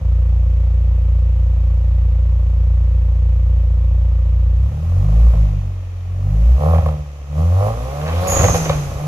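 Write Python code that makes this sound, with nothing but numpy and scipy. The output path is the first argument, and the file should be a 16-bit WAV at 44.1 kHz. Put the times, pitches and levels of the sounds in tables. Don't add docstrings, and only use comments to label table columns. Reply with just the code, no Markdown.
import sys
import numpy as np
from scipy import signal
from scipy.fft import rfft, irfft, next_fast_len
from scipy.io import wavfile
from scipy.ndimage import uniform_filter1d

SR = 44100
rng = np.random.default_rng(int(sys.argv[2]) if len(sys.argv) > 2 else 0)


def inscribe(sig):
    pcm = np.round(np.clip(np.atleast_2d(sig).T, -1, 1) * 32767)
    wavfile.write(sys.argv[1], SR, pcm.astype(np.int16))


N = 399987
TIME = np.arange(N) / SR
IDLE_RATE = 29.0
VALVE_OPENS_S = 8.268


def gain_of(db):
    return 10 ** (np.asarray(db) / 20)


def evened(x):
    return x / np.sqrt(np.mean(x ** 2) + 1e-20)


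def levelled(x, size=3050):
    power = np.atleast_2d(x).mean(0) ** 2
    return x / np.sqrt(abs(uniform_filter1d(uniform_filter1d(power, size), size)) + 1e-14)


def curve_at(points, hz):
    f, value = np.transpose(points)
    return np.interp(np.log(hz + 1), np.log(f), value)


def cut(x, hz, kind, order):
    return signal.sosfilt(signal.butter(order, hz, kind, fs=SR, output="sos"), x)


def ring(x, modes):
    return sum(gain_of(db) * signal.lfilter(*signal.iirpeak(hz, hz / width, SR), x)
               for hz, width, db in modes)


def waver(hz):
    return evened(cut(rng.standard_normal(N), hz, "low", order=2))


def noise_band(hz, width_hz):
    a, b = cut(rng.standard_normal((2, N)), width_hz, "low", order=2)
    return evened(((a + 1j * b) * np.exp(2j * np.pi * np.cumsum(hz) / SR)).real)


def lagged(x, lag_s):
    keep = np.exp(-1 / (lag_s * SR))
    return signal.lfilter([1 - keep], [1, -keep], x)


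def plateau(start, end, rise_s, fall_s):
    return np.clip(np.minimum((TIME - start) / rise_s, 1 - (TIME - end) / fall_s), 0, 1)


def gust(start, db, attack_s, hold_s, decay_db_per_s):
    age = TIME - start
    decayed_db = decay_db_per_s * np.maximum(age - attack_s - hold_s, 0)
    return np.clip(age / attack_s, 0, 1) * gain_of(db - decayed_db)


def throb(firings, depth):
    return evened(1 + depth * np.exp(-(firings % 1) / 0.5))


# frequency in Hz, left-right likeness from 0 to 1.
LIKENESS = [(60, 0.0383), (280, 0.74), (610, 0.91), (1330, 0.0051), (2900, 0), (13000, 0.0154)]
# frequency in Hz, left minus right in dB.
BALANCE = [(60, 18), (370, -2), (1200, -1.5), (2200, -0.5), (4000, -3), (7500, -.5), (13000, 1)]
def diffuse(spectrum):
    size = next_fast_len(N)
    hz = np.fft.rfftfreq(size, 1 / SR)
    a, b = rfft(rng.standard_normal((2, size)))
    same = np.clip(curve_at(LIKENESS, hz), -1, 1)
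    pair = np.array([a, same * a + np.sqrt(1 - same ** 2) * b])
    pair *= gain_of(np.outer([.5, -.5], curve_at(BALANCE, hz)))
    echoes = 1 + .12 * np.exp(-2j * np.pi * hz * .0016) + .2 * np.exp(-2j * np.pi * hz * .0071)
    return evened(irfft(pair * echoes * gain_of(curve_at(spectrum, hz)), size)[:, :N])


def garage(x, wet_db, t60, lean_db):
    t = np.arange(SR // 2) / SR
    taps = rng.standard_normal((2, len(t))) * (rng.random((2, len(t))) < .08)
    taps *= (t > .003) * gain_of(-60 * t / t60)
    taps *= gain_of(wet_db) / np.linalg.norm(taps[1])
    taps[[0, 1], [6, 0]] += 1
    return signal.oaconvolve(x[None], taps, axes=1)[:, :N] * gain_of([[lean_db / 2], [-lean_db / 2]])


# opening and shutting in seconds, firings a second at opening and at the top,
# bend of the fall before it, bend of the climb, load rise in seconds, load 0 to 1, load fall in seconds.
BLIPS = [(4.51, 5.224, 29.0, 58.1, 1.0, 1.16, .12, .8, .5),
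         (5.982, 6.699, 44.5, 83.5, 1.96, 2.32, .34, .78, .24),
         (7.253, 8.262, 70.7, 188.5, 1.96, 1.34, .13, .9, .66),
         (8.91, 9.07, 134.5, 154.2, .95, .9, .08, .6, .4)]
def engine_speed():
    speed, last_shut, last_top = np.zeros(N), 0, IDLE_RATE
    for opens, shuts, low, top, fall_bend, climb_bend, *_ in BLIPS:
        fall = low + (last_top - low) * np.interp(TIME, [last_shut, opens], [1, 0]) ** fall_bend
        climb = (top - low) * np.interp(TIME, [opens, shuts], [0, 1]) ** climb_bend
        speed = np.where(TIME >= last_shut, fall + climb, speed)
        last_shut, last_top = shuts, top
    return speed


def engine_load(idle_load=0.62454, linger_s=0.15026):
    blips = [load * plateau(opens, shuts + linger_s, rise_s, fall_s)
             for opens, shuts, *_, rise_s, load, fall_s in BLIPS]
    return np.max(blips + [idle_load * (TIME < BLIPS[0][1])], axis=0)


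# frequency in Hz, relative noise density in dB.
CLATTER_TONE = [(100, -5), (220, -5), (400, -4), (800, -10.5), (1200, -8.5), (1500, -15), (1800, -13.5),
                (2600, -13.5), (3500, -19.5), (4800, -25), (6500, -23.5), (8500, -34.5), (12000, -31)]
def clatter(firings, level_db=-46):
    return gain_of(level_db) * diffuse(CLATTER_TONE) * throb(firings + 0.9, depth=0.55)


# frequency in Hz, relative noise density in dB.
INDUCTION_TONE = [(800, -19), (1500, -7), (2300, -0.5), (3200, -6), (4500, -12.5), (7000, -17), (9000, -30)]
def induction(firings, load, gain_db=-47.5):
    draw = lagged(load * plateau(BLIPS[0][0], BLIPS[-1][1], .3, .1), lag_s=.16)
    return gain_of(gain_db) * draw ** 2.418 * diffuse(INDUCTION_TONE) * throb(firings, depth=.8)


# frequency in Hz, relative noise density in dB.
TURBO_TONE = [(1000, -25), (2400, -2.5), (4600, -6.5), (6300, 0.5), (7300, -7), (8500, -16.5), (12000, -14)]
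def turbo(speed, hiss_db=-49, whoosh_db=-40.5, whoosh_start_s=8, first_hz=2200.5, last_hz=4899.5):
    spin = lagged(np.maximum(speed - IDLE_RATE, 0) / speed.max(), lag_s=.14)
    hz = first_hz + (last_hz - first_hz) * np.interp(TIME, [whoosh_start_s, VALVE_OPENS_S], [0, 1]) ** 3
    whoosh = np.array([noise_band(hz, width_hz=650) for _ in range(2)])
    swell = plateau(whoosh_start_s, VALVE_OPENS_S + 0.0594, 0.3249, 0.0928)
    return gain_of(hiss_db) * spin ** .7 * diffuse(TURBO_TONE) + gain_of(whoosh_db) * swell * whoosh


# frequency in Hz, relative noise density in dB.
GAS_TONE = [(150, 9), (330, 11), (900, 6.5), (1300, 5.5), (1650, -1), (2400, -0.5), (3500, -6.5),
            (4800, -8.5), (6500, -5.5), (8500, -15), (10500, -12), (12800, -9.5)]
def gas(firings, speed, hiss_db):
    flow = np.sqrt(np.clip(1 - (IDLE_RATE / speed) ** 4, 0, 1))
    return gain_of(hiss_db) * flow * diffuse(GAS_TONE) * throb(firings, depth=0.23)


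# frequency in Hz, relative noise density in dB.
JET_TONE = [(2000, -30), (4200, -20), (5400, -9.5), (6700, -2.5), (7600, -12.5), (8600, -15), (10300, 2),
            (12800, 0)]
# start in seconds, level in dB, decay in dB a second.
SPURTS = [(5.33, -53.5, 600), (6.857, -47, 700), (7.632, -47.5, 701.5), (8.208, -36, 200),
          (8.54, -29.5, 400)]
def vented_air(speed, sputter, spool_db=-31.5):
    spurts = sum(gust(start, db, 0.00796, 0, decay) for start, db, decay in SPURTS)
    rush = gust(VALVE_OPENS_S, db=-27, attack_s=0.0116, hold_s=0.0419, decay_db_per_s=58)
    roar = gust(VALVE_OPENS_S - .03, db=-22.5, attack_s=0.1392, hold_s=0.1316, decay_db_per_s=29.5)
    spool = gain_of(spool_db) * (speed / speed.max()) ** 4.4
    return (sputter * rush + spurts) * diffuse(JET_TONE) + np.hypot(roar, spool) * diffuse(GAS_TONE)


# pitch in Hz, width in Hz, gain in dB.
VALVE_MODES = [(5434.6, 272.7, -8), (6127.5, 204, -2), (6542.7, 340, 0.5)]
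def blow_off(speed, whistle_hz=6694.8, whistle_sag_hz=69.73, skirt_hz=6787.2, skirt_sag_hz=499.86):
    spent = 1 - np.exp(-(np.maximum(TIME - VALVE_OPENS_S, 0) / .24) ** 2)
    whistle = gust(VALVE_OPENS_S, db=-25, attack_s=0.024, hold_s=0.0381, decay_db_per_s=85)
    whistle *= levelled(noise_band(whistle_hz - whistle_sag_hz * spent, width_hz=32), size=900)
    skirt = gust(VALVE_OPENS_S, db=-29, attack_s=0.0763, hold_s=0.1387, decay_db_per_s=72.5)
    skirt *= noise_band(skirt_hz - skirt_sag_hz * spent, width_hz=250)
    shriek = gust(VALVE_OPENS_S, db=-36.5, attack_s=0.2335, hold_s=0.0521, decay_db_per_s=61.5)
    shriek *= evened(cut(ring(rng.standard_normal(N), VALVE_MODES), 6958, "low", order=6))
    sputter = gain_of(2 * waver(hz=13.5) + 2 * waver(hz=130))
    valve = garage(whistle + skirt + sputter * shriek, wet_db=1, t60=.2, lean_db=-3.5)
    return valve + vented_air(speed, sputter)


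# pitch in Hz, width in Hz, gain in dB.
PIPE_MODES = [(346.06, 130, -15), (462.47, 45, -5), (530.05, 51.855, -1.5), (619.3, 60, -5),
              (697.06, 60, -5), (799.41, 55, -2), (929.83, 90, -8), (1083.9, 110, -9.5),
              (1275.8, 140, -13.5)]
def tailpipe(x, far_delay_s=.0017, far_share=.5):
    rung = ring(x, PIPE_MODES[::2]) - ring(x, PIPE_MODES[1::2])
    near = cut(cut(rung, 300, "high", order=3), 1400, "low", order=6)
    far = np.r_[np.zeros(round(far_delay_s * SR)), near][:len(near)]
    return near + far_share * far


def spit(x):
    return cut(cut(x, 1400, "high", order=1), 2700, "low", order=3)


def crackle(per_s=190, spread_db=3.5, burst_s=0.000921, spit_db=-12):
    sparks = (rng.random(N) < per_s / SR) * gain_of(spread_db * np.minimum(rng.exponential(1, N), 2))
    bursts = lagged(sparks, burst_s) * rng.standard_normal(N)
    sound = evened(tailpipe(bursts) + gain_of(spit_db) * spit(bursts))
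    envelope = gust(8, db=-32.5, attack_s=0.0054, hold_s=0.2717, decay_db_per_s=42.5)
    return garage(envelope * sound, wet_db=-4, t60=.2, lean_db=-2)


# start in seconds, crack level in dB, burst decay in seconds,
# gain of the bright spit within the crack in dB, thump level in dB.
POPS = [(5.332, -25.5, 0.01514, -22, -10.5), (6.747, -19, 0.001543, -14.5, -23),
        (6.782, -14, 0.001523, -18, -12), (6.822, -22, 0.003945, -20.5, -18),
        (6.859, -14.5, 0.001645, -18.5, -18), (6.887, -21.5, 0.00186, -18.5, -21),
        (8.271, -15, 0.002108, -17, -29), (8.296, -15, 0.00292, -14.5, -26.5),
        (8.319, -15, 0.002774, -11, -20.5), (8.363, -11, 0.00414, -12.5, -16),
        (8.393, -12.5, 0.00352, -13.5, -6), (8.409, -10, 0.00192, -16, -10.5),
        (8.432, -5.5, 0.00191, -15.5, -8), (8.442, -7, 0.001982, -15.5, -8),
        (8.452, -14.5, 0.001665, -11.5, -14), (8.482, -8.5, 0.002878, -18, -14),
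        (8.499, -23.5, .002, -15.5, -9), (8.542, -10, 0.0035, -14, -14),
        (8.552, -10.5, 0.00299, -17.5, -24), (8.655, -16.5, 0.00448, -9, -27.5),
        (8.695, -7.5, 0.001605, -12.5, -12), (8.731, -19, 0.00206, -8, -24),
        (8.745, -24.5, 0.001688, -16.5, -16), (8.912, -22.5, 0.001973, -28, -14),
        (8.952, -28, 0.002186, -25.5, -17.5)]
def afterfire(thump_s=.0015, tail_s=0.03322):
    t = np.arange(SR // 4) / SR
    push = cut(cut(t * np.exp(-t / thump_s), 66.84, "high", order=4), 110.9, "low", order=4)
    cracks, thumps = np.zeros((2, N + len(t)))
    for start, crack_db, crack_s, spit_db, thump_db in POPS:
        burst = rng.standard_normal(len(t)) * (np.exp(-t / crack_s) + 0.1362 * np.exp(-t / tail_s))
        crack = tailpipe(burst + 14 * (t == 0)) + gain_of(spit_db) * spit(burst)
        at = round(start * SR)
        cracks[at:at + len(t)] += gain_of(crack_db) * crack / abs(crack).max()
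        thumps[at:at + len(t)] += gain_of(thump_db) * push / abs(push).max()
    return garage(cracks[:N], wet_db=-6, t60=.22, lean_db=-2) + thumps[:N]


def sizzle(firings, rasp_db, offset_db=-24.5):
    hardness = np.clip((rasp_db + 49.5) / 12, 0, 1)
    return gain_of(rasp_db + offset_db) * hardness * diffuse(JET_TONE) * throb(firings, depth=1.5)


# one cylinder's accent in dB, in firing order.
CYLINDERS_DB = [-.1, -.5, 1.1, -.5]
def cylinder(firings):
    return gain_of(CYLINDERS_DB)[firings.astype(int) % len(CYLINDERS_DB)]


# pitch in Hz, width in Hz, gain in dB.
HOLLOW_MODES = [(231.85, 8, 2), (290.72, 7.5, -14.5), (348.02, 7.4, -3), (494.93, 22, -3.5),
                (520.41, 16, 1.5), (562.88, 34, -11.5), (868.36, 20, -12), (928, 46, -13.5),
                (1066.3, 51, -13.5)]
def hollow(firings, speed, idle_db=-46, damping_db=1.5, soft_hz=1150):
    fronts = cut(np.diff(firings.astype(int), prepend=0) * cylinder(firings), soft_hz, "low", order=4)
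    tones = levelled(cut(ring(fronts, HOLLOW_MODES), 220, "high", order=4))
    return gain_of(idle_db - damping_db * (speed - speed.min())) * tones


# start, length, rise and fall in seconds, then strength in dB.
BARKS = [(4.853, 0.3798, .14, .3, 2.5), (6.563, 0.188, 0.06072, 0.08804, 15),
         (6.823, 0.10386, 0.06605, 0.1284, 8), (7.347, 0.0675, 0.04794, 0.10136, 5.5),
         (7.492, 0.17851, 0.1604, 0.08728, 13), (8.178, 0.2866, 0.0846, 0.1107, 5)]
def barks():
    return sum(db * plateau(start, start + length, rise, fall) for start, length, rise, fall, db in BARKS)


def rasp(firings, speed, load, jitter_s=.00007, scatter_db=.5, puff_cycles=.085, spit_db=-33):
    firings = np.maximum.accumulate(np.maximum(firings + speed * jitter_s * waver(hz=60), 0))
    count, phase = firings.astype(int), firings % 1
    rough = np.interp(speed, [56, 72], [.93, .08])
    rough += .06 * (1 - rough) * np.clip(1 - load, 0, 1)
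    spread_db = scatter_db * (1 + np.log2(speed / IDLE_RATE))
    imbalance = 0.4813 * speed / speed.max() * np.clip(speed / IDLE_RATE - 1, 0, 1)
    strength = gain_of(spread_db * rng.standard_normal(N)[count]) * (1 + imbalance * (-1.) ** count)
    strength *= cylinder(firings) ** (IDLE_RATE / speed)
    fronts = levelled(np.diff(count, prepend=0) * 1.)
    puff_shape = 0.25 + phase / puff_cycles * np.exp(1 - phase / puff_cycles)
    puffs = evened(puff_shape * rng.standard_normal(N))
    drive = strength * (np.sqrt(1 - rough) * fronts + np.sqrt(rough) * puffs)
    pipes = tailpipe(drive) + gain_of(spit_db) * spit(drive * (1 - rough))
    left, right = garage(pipes, wet_db=-8, t60=.2, lean_db=-1)
    shaded = left - 0.7946 * cut(left, 900, "high", order=1)
    return levelled(np.array([shaded, right]))


# pitch in Hz, width in Hz, gain in dB.
SILENCER_MODES = [(59.806, 8.802, 6), (88.573, 15.46, 4), (108.35, 12, -14), (148.16, 16.726, 0.3727),
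                  (230.27, 14, -19.5)]
# pitch in Hz, width in Hz.
NULLS = [(117, 6.9), (195, 41.9), (285, 78)]
def silencer(x):
    x = -ring(x, SILENCER_MODES)
    for hz, width in NULLS:
        x = signal.lfilter(*signal.iirnotch(hz, hz / width, SR), x)
    return cut(cut(x, 51.839, "high", order=7), 310, "low", order=3)


def coasting(sound, speed, load, shelf_db=-8, shelf_hz=115):
    deep = cut(cut(sound, shelf_hz, "low", order=5)[::-1], shelf_hz, "low", order=5)[::-1]
    limp = np.clip(1 - load / 0.3145, 0, 1) * np.interp(speed, [80, 120], [1, 0])
    return deep + gain_of(shelf_db * limp) * (sound - deep)


# centre in seconds, half length in seconds.
MISSES = [(5.303, 0.02513), (6.807, 0.01144), (8.341, 0.0234)]
def boom(firings, speed, load, bark_db, idle_db=-12.5, unloaded_db=-15, merge_rate=48.27):
    count, phase = firings.astype(int), firings % 1
    revs = speed / speed.max()
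    distinct = 1 / np.hypot(1, (speed / merge_rate) ** 1.8586)
    pulling = sum(plateau(opens, shuts - .1, 0.092, 0.077) for opens, shuts, *_ in BLIPS)
    imbalance = 0.093 * distinct ** 4 + 0.18975 * revs ** 3 * pulling
    strength = distinct * (1 + 0.08 * rng.standard_normal(N)[count]) + imbalance * (-1.) ** count
    missed = sum(np.exp(-((TIME - centre) / half_s) ** 2) for centre, half_s in MISSES)
    combustion = strength * (1 - missed) * gain_of(unloaded_db * (1 - load) + 0.2831 * bark_db)
    pumping = 0.17502 * revs ** 2 * (1 - pulling) * (1 + .4 * rng.standard_normal(N)[count])
    eddies = 0.01835 * np.clip(speed / IDLE_RATE - 1, 0, 1) * waver(hz=300)
    pulse = phase / 0.16272 * np.exp(-phase / 0.14939)
    sound = coasting(silencer((combustion + pumping) * (pulse + eddies)), speed, load)
    return gain_of(idle_db) * sound / sound[TIME < BLIPS[0][0]].std()


def scene():
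    speed, load, bark_db = engine_speed(), engine_load(), barks()
    drift = 0.012078 * waver(hz=2) * (IDLE_RATE / speed) ** 2
    firings = .66 + np.cumsum(speed) / SR + drift
    octaves_up = np.log2(speed / IDLE_RATE)
    rasp_db = -46.5 + 7 * octaves_up - 12.5 * (1 - load) + 1.0303 * bark_db
    hiss_db = -43 + 3.5 * octaves_up - 16.5 * (1 - load) + 0.2404 * bark_db
    bass = boom(firings, speed, load, bark_db) + hollow(firings, speed)
    bass = np.array([np.r_[np.zeros(6), bass[:-6]], bass])
    exhaust = bass + gain_of(rasp_db) * rasp(firings, speed, load)
    exhaust += sizzle(firings, rasp_db) + gas(firings, speed, hiss_db)
    engine_bay = clatter(firings) + induction(firings, load) + turbo(speed)
    return exhaust + engine_bay + afterfire() + crackle() + blow_off(speed)


def record(dry):
    ceiling, edge_hz = .92, 13080
    rounded = dry / (1 + (dry / ceiling) ** 8) ** (1 / 8)
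    lowpass = signal.firwin(511, edge_hz, window=("kaiser", 9), fs=SR)
    return signal.oaconvolve(rounded, lowpass[None], "same")


dry = scene()
out = record(dry)
inscribe(out)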